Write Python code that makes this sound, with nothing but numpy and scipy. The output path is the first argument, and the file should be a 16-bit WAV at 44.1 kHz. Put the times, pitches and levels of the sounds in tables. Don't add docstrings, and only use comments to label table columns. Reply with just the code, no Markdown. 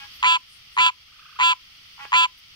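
import sys
import numpy as np
from scipy import signal
from scipy.fft import rfft, irfft
from scipy.io import wavfile
from scipy.ndimage import uniform_filter1d

SR = 44100
rng = np.random.default_rng(int(sys.argv[2]) if len(sys.argv) > 2 else 0)


def wav_record(signal):
    frames = np.transpose(np.atleast_2d(signal))
    bounded = np.clip(frames, -1, 1)
    quanta = np.round(bounded * 32767).astype(np.int16)
    wavfile.write(sys.argv[1], SR, quanta)


N = 112454
T = np.arange(N) / SR
SIZE = 2 ** 17
HZ = np.maximum(np.arange(SIZE // 2 + 1) * SR / SIZE, 1)

FROG_LAG_S = 0.00021265
WHEEZE_DELAY_S, WHEEZE_WIDTH_S = .103, .018
WHEEZE_HZ, WHEEZE_OCTAVES, WHEEZE_DB = 14400, .07, -54.5
REEDS_DB = -21
# (first pulse t/s, length t/s, ring f/Hz, pulse level/dB before fading, settling t/s)
NEAR_HONKS = [(0.2268, 0.14675, 1013, 29.5, .014), (0.767, 0.13365, 1011, 30.5, .0145),
              (1.3894, 0.14707, 1016, 29.5, .017), (2.12, 0.1418, 1015, 31, .0135)]
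# (f/Hz, level/dB)
NEAR_SAC = [(100, -73.5), (600, -41.5), (1000, -34), (1350, -6.5), (1690, -13.5), (2020, -30.5),
            (2360, -15), (2700, -3), (3030, -8), (3370, -7), (3700, -15.5), (4040, -25), (4400, -19),
            (4730, -20), (5400, -40.5), (5900, -37.5), (6700, -47.5), (7100, -15), (7750, -37.5),
            (8400, -46.5), (9300, -42), (11000, -64.5), (16000, -61)]
# (f/Hz, left minus right level/dB)
NEAR_BALANCE = [(500, 6), (1000, 0.5), (1700, 1), (2020, 4), (2400, -9), (3000, 1.5), (3400, 1),
                (4050, -7.5), (4400, 6.5), (4800, -2.5), (6000, 16.5), (7300, 1.5), (10000, 3.5)]


def near_frog():
    voice = tree_frog(NEAR_HONKS, NEAR_SAC)
    wheeze_shape = sum(swell(honk[0] + WHEEZE_DELAY_S, WHEEZE_WIDTH_S) for honk in NEAR_HONKS)
    wheeze = from_db(WHEEZE_DB) * hiss(WHEEZE_HZ, WHEEZE_OCTAVES)[0] * wheeze_shape
    direct = place(voice, FROG_LAG_S, at_hz(NEAR_BALANCE))
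    return direct + wheeze + from_db(REEDS_DB) * reeds(voice)


RING_DB, RING_WIDTH_HZ, RING_SKIRT_HZ, RING_LOW_CUT_HZ = -3, 125.5, 785.2, 896.1
RING_BUILD, SAC_BUILD = 1, -0.18
CRACKLE_DB, CRACKLE_DELAY_S = -4.5, .004
THUD_FROM_S, THUD_UNTIL_S, THUD_DB = .026, .052, -33
# (f/Hz, level/dB)
THUD_COLOUR = [(40, -9.5), (130, -7), (250, -3), (500, -2.5), (900, 0), (4000, -37)]


def tree_frog(calls, sac):
    rows = [row for call in calls for row in pulses(*call)]
    s, age, strength, pause, slackness = np.transpose(rows)
    ring_hz = np.mean([call[2] for call in calls])

    drive = clicks(s, strength * pause ** RING_BUILD) + 1e-18
    ring = signal.lfilter(*signal.iirpeak(ring_hz, ring_hz / RING_WIDTH_HZ, fs=SR), drive)
    band = signal.butter(5, [RING_LOW_CUT_HZ, 2600], "band", fs=SR, output="sos")
    ring = signal.sosfilt(band, ring)
    ring = signal.lfilter(*signal.iirpeak(ring_hz, ring_hz / RING_SKIRT_HZ, fs=SR), ring)

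    stray_times = s + CRACKLE_DELAY_S * rng.random(len(s))
    stray = clicks(stray_times, strength * slackness * rng.standard_normal(len(s)))
    crackle = from_db(CRACKLE_DB) * colour(stray, sac)
    upper = vocal_sac(s, strength * pause ** SAC_BUILD, slackness, sac)

    early = (age > THUD_FROM_S) * (age < THUD_UNTIL_S)
    thud_clicks = clicks(s, strength * rng.standard_normal(len(s)) * early)
    low_thuds = from_db(THUD_DB) * colour(thud_clicks, THUD_COLOUR)
    return from_db(RING_DB) * ring + upper + crackle + low_thuds


LOCK_CYCLES, START_SLACK_CYCLES, END_SLACK_CYCLES = 3, 6, 2
LOOSE_END_S = .016
ATTACK_S, RELEASE_S, FADE_DB_PER_S = 0.02006, 0.012, 26.5
ARCH_TOP_S, SCOOP_HZ_PER_S, SAG_HZ_PER_S = .04, 560, 139.5
JITTER_S, ROUGH_JITTER_S, SHIMMER_DB = 2e-6, 2.4e-5, .3
CLEAN_FROM_S, CLEAN_UNTIL_S = .05, .086
HITCH_S, HITCH_WIDTH_S, HITCH_DB = .096, 0.0013, 8.5
INFLATE_S, DEFLATE_S = 0.0507, 0.01978


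def pulses(start, length, ring_hz, db, settle_s):
    t, rows = 0, []
    chance = rng.standard_normal((100, 2))
    while t < length:
        left = length - t
        extra = round(START_SLACK_CYCLES / (1 + (t / settle_s) ** 3))
        cycles = LOCK_CYCLES + extra + END_SLACK_CYCLES * (t > length - LOOSE_END_S)
        attack = min(1, (t + 0.00294) / ATTACK_S) ** 0.665
        effort = attack * min(1, left / RELEASE_S) ** .5
        jitter = JITTER_S if CLEAN_FROM_S < t < CLEAN_UNTIL_S else ROUGH_JITTER_S
        hitch = np.exp(-.5 * ((t - HITCH_S) / HITCH_WIDTH_S) ** 2)
        time_chance, level_chance = chance[len(rows)]
        pulse_s = start + t + jitter * (1 + hitch) * time_chance
        level_db = db - FADE_DB_PER_S * t + (SHIMMER_DB + HITCH_DB * hitch) * level_chance
        slackness = min(max(0, 1 - t / INFLATE_S, 0.39 * (1 - left / DEFLATE_S)), 1)
        rows.append((pulse_s, t, effort * from_db(level_db), cycles / LOCK_CYCLES, slackness))
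        scoop = SCOOP_HZ_PER_S * max(ARCH_TOP_S - t, 0)
        sag = SAG_HZ_PER_S * max(t - ARCH_TOP_S, 0)
        t += cycles / (ring_hz - scoop - sag)
    return rows


SLACK_DROP_OCTAVES = 0.696
SLACK_DB, SLACK_DULL_DB_PER_OCTAVE = 1, -7
# (f/Hz, share of the full drop)
DROP_SHARE = [(1100, 0), (2400, 0.995), (3000, 0.977), (4400, .3), (5400, 0.134)]


def vocal_sac(s, strength, slackness, sac, count=7):
    out = 0
    for stage in np.linspace(0, 1, count):
        share = np.maximum(0, 1 - abs(slackness - stage) * (count - 1))
        slackened = []
        for hz, db in sac:
            drop = SLACK_DROP_OCTAVES * stage * np.interp(hz, *np.transpose(DROP_SHARE))
            dulling = SLACK_DULL_DB_PER_OCTAVE * max(0, np.log2(hz / 2000))
            slackened.append((hz * 2 ** -drop, db + stage * (SLACK_DB + dulling)))
        out = out + colour(clicks(s, strength * share), sorted(slackened))
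    return out


NEIGHBOUR_LAG_S, FAR_REEDS_DB = 0.0001467, 1.5
# (first pulse t/s, length t/s, ring f/Hz, pulse level/dB before fading, settling t/s)
NEIGHBOUR_CALLS = [(-.06, 0.1164, 833.2, -1, .008), (1.979, 0.0813, 840, 6.5, .008)]
# (f/Hz, level/dB)
NEIGHBOUR_SAC = [(100, -60.5), (700, -38.5), (1100, -10), (1400, -17.5), (1650, -9), (1930, -21),
                 (2250, -12), (3000, -10.5), (4200, -32), (6000, -35.5), (16000, -53.5)]


def neighbour():
    voice = tree_frog(NEIGHBOUR_CALLS, NEIGHBOUR_SAC)
    direct = place(voice, NEIGHBOUR_LAG_S, balance_db=-1.0)
    return direct + from_db(FAR_REEDS_DB) * reeds(voice)


NOTE_HZ, AFTERNOTE_S, AFTERNOTE_HZ, AFTERNOTE_DB = 1302.9, 0.021, 1569.8, -7
# (t/s, level/dB)
CHUCKLE_NOTES = [(1.086, -50.5), (1.127, -49.5), (1.165, -50), (1.197, -43), (1.229, -44), (1.262, -41.5),
                 (1.297, -43.5), (1.332, -44), (1.366, -39)]


def chuckling_frog():
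    voice = 0
    for s, db in CHUCKLE_NOTES:
        afternote = from_db(AFTERNOTE_DB) * chirp(s + AFTERNOTE_S, AFTERNOTE_HZ)
        voice = voice + from_db(db) * (chirp(s, NOTE_HZ) + afternote)
    return pan(db=-6) * voice + reeds(voice)


NOTE_RISE_HZ_PER_S, NOTE_WIDTH_S, NOTE_OCTAVE_DB = 26000, 0.00493, -4.5


def chirp(s, hz):
    phase = 2 * np.pi * (T - s) * (hz + .5 * NOTE_RISE_HZ_PER_S * (T - s))
    return swell(s, NOTE_WIDTH_S) * (np.sin(phase) + from_db(NOTE_OCTAVE_DB) * np.sin(2 * phase))


INSECT_PAN_DB = 8.5
TRILL_HZ, TRILL_OCTAVES, TRILL_DB = 8600, .012, -75
# (middle t/s, width t/s, centre f/Hz, width [octaves], level/dB)
INSECT_RASPS = [(0.018, 0.022, 9830, 0.26, -72.5), (.16, 0.0191, 12680, 0.287, -57.5),
                (0.536, 0.0366, 9430, 0.248, -56), (.78, 0.037, 9140, 0.28, -56),
                (2.389, .008, 12190, 0.36, -54)]


def insects():
    rasps = 0
    for s, width, hz, octaves, db in INSECT_RASPS:
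        rasps = rasps + from_db(db) * swell(s, width) * hiss(hz, octaves)
    trill = from_db(TRILL_DB) * hiss(TRILL_HZ, TRILL_OCTAVES)
    return pan(INSECT_PAN_DB) * (rasps + trill)


TICK_S, TICK_DB = 2.053, -12
# (f/Hz, level/dB)
TICK_COLOUR = [(60, -35), (400, 6), (2500, 13), (4000, -11), (16000, -26.5)]


def reed_tick():
    return colour(clicks(np.array([TICK_S]), [-from_db(TICK_DB)]), TICK_COLOUR)


MARSH_DB, MARSH_SWAY_DB, MARSH_SWAY_HZ = -44.5, 0.5, 14
# (f/Hz, relative level/dB per Hz)
MARSH_COLOUR = [(20, -7), (55, -1), (120, -4), (250, -14), (450, -20.5), (650, -22.5), (820, -17),
                (950, -20), (1280, -5), (1600, -12.5), (2000, -3), (2550, -2.5), (2900, 1.5), (3250, 3),
                (3800, -6), (4700, -1), (5800, -8), (6900, -23), (8500, -25.5), (15500, -22)]
# (f/Hz, likeness [-1 to 1])
SIDE_LIKENESS = [(60, 1), (200, 0.29), (480, .49), (950, .23), (1890, -0.138), (15000, 0.078)]
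# (f/Hz, left minus right level/dB)
WASH_BALANCE = [(100, -1), (2500, 0), (3700, 4), (4800, -4.5), (5900, -3.5), (7000, -4.5), (9000, 9),
                (15000, 5)]


def marsh():
    mid, side = rfft(rng.standard_normal((2, SIZE)))
    alike = np.clip(at_hz(SIDE_LIKENESS), -1, 1)
    both = np.sqrt(1 + alike) * mid + np.sqrt(1 - alike) * side * [[1], [-1]]
    spectrum = both * from_db(at_hz(MARSH_COLOUR)) * pan(at_hz(WASH_BALANCE))
    wash = rms_one(irfft(spectrum)[:, :N])
    return wash * from_db(MARSH_DB + MARSH_SWAY_DB * hiss(MARSH_SWAY_HZ, 1))


REEDS_T60_S = 0.15


def reeds(x):
    tail = rng.standard_normal((2, SR // 2)) * from_db(-60 * T[:SR // 2] / REEDS_T60_S)
    return signal.fftconvolve(x[None], tail / np.sqrt(np.sum(tail ** 2) / 2), axes=1)[:, :N]


def place(x, lag_s, balance_db):
    delay = np.exp(-2j * np.pi * HZ * np.array([[0], [lag_s]]))
    return irfft(rfft(x, SIZE) * pan(balance_db) * delay)[:, :N]


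def pan(db):
    return from_db(np.array([[.5], [-.5]]) * db)


def colour(x, points):
    cepstrum = irfft(np.log(from_db(at_hz(points))))
    cepstrum[1:SIZE // 2] *= 2
    cepstrum[SIZE // 2 + 1:] = 0
    return irfft(rfft(x, SIZE) * np.exp(rfft(cepstrum)))[..., :N]


def clicks(times, strengths):
    out, taps = np.zeros(N), np.arange(-12, 13)
    for s, strength in zip(times * SR, strengths):
        at = int(s) + taps
        if at[0] >= 0 and at[-1] < N:
            out[at] += strength * np.sinc(at - s) * np.hanning(len(taps))
    return out


def hiss(hz, octaves):
    band = np.exp(-.5 * (np.log2(HZ / hz) / octaves) ** 2)
    return rms_one(irfft(rfft(rng.standard_normal((2, SIZE))) * band)[:, :N])


def swell(s, width_s):
    return np.exp(-.5 * ((T - s) / width_s) ** 2)


def at_hz(points):
    hz, value = np.transpose(points)
    return np.interp(np.log(HZ), np.log(hz), value)


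def rms_one(x):
    return x / np.sqrt(np.mean(x ** 2) + 1e-20)


def from_db(db):
    return 10 ** (np.asarray(db) / 20)


def scene():
    return near_frog() + neighbour() + chuckling_frog() + insects() + reed_tick() + marsh()


THRESHOLD_DB, SQUEEZE = -21, .5
GAIN_ATTACK_S, RECOVERY_DB_PER_S, CUTOFF_HZ = .012, 6, 15750


def record(dry):
    power = uniform_filter1d(np.mean(dry ** 2, axis=0), size=256)
    level_db = 10 * np.log10(np.maximum(power, 1e-12))
    over = SQUEEZE * np.maximum(level_db - THRESHOLD_DB, 0)
    held = np.maximum.accumulate(over + RECOVERY_DB_PER_S * T) - RECOVERY_DB_PER_S * T
    r = np.exp(-1 / (GAIN_ATTACK_S * SR))
    ducked = dry * from_db(-signal.lfilter([1 - r], [1, -r], held))
    top_cut = np.clip((CUTOFF_HZ - HZ) / 100 + .5, 0, 1)
    return irfft(rfft(ducked, SIZE) * top_cut)[:, :N]


dry = scene()
out = record(dry)
wav_record(out)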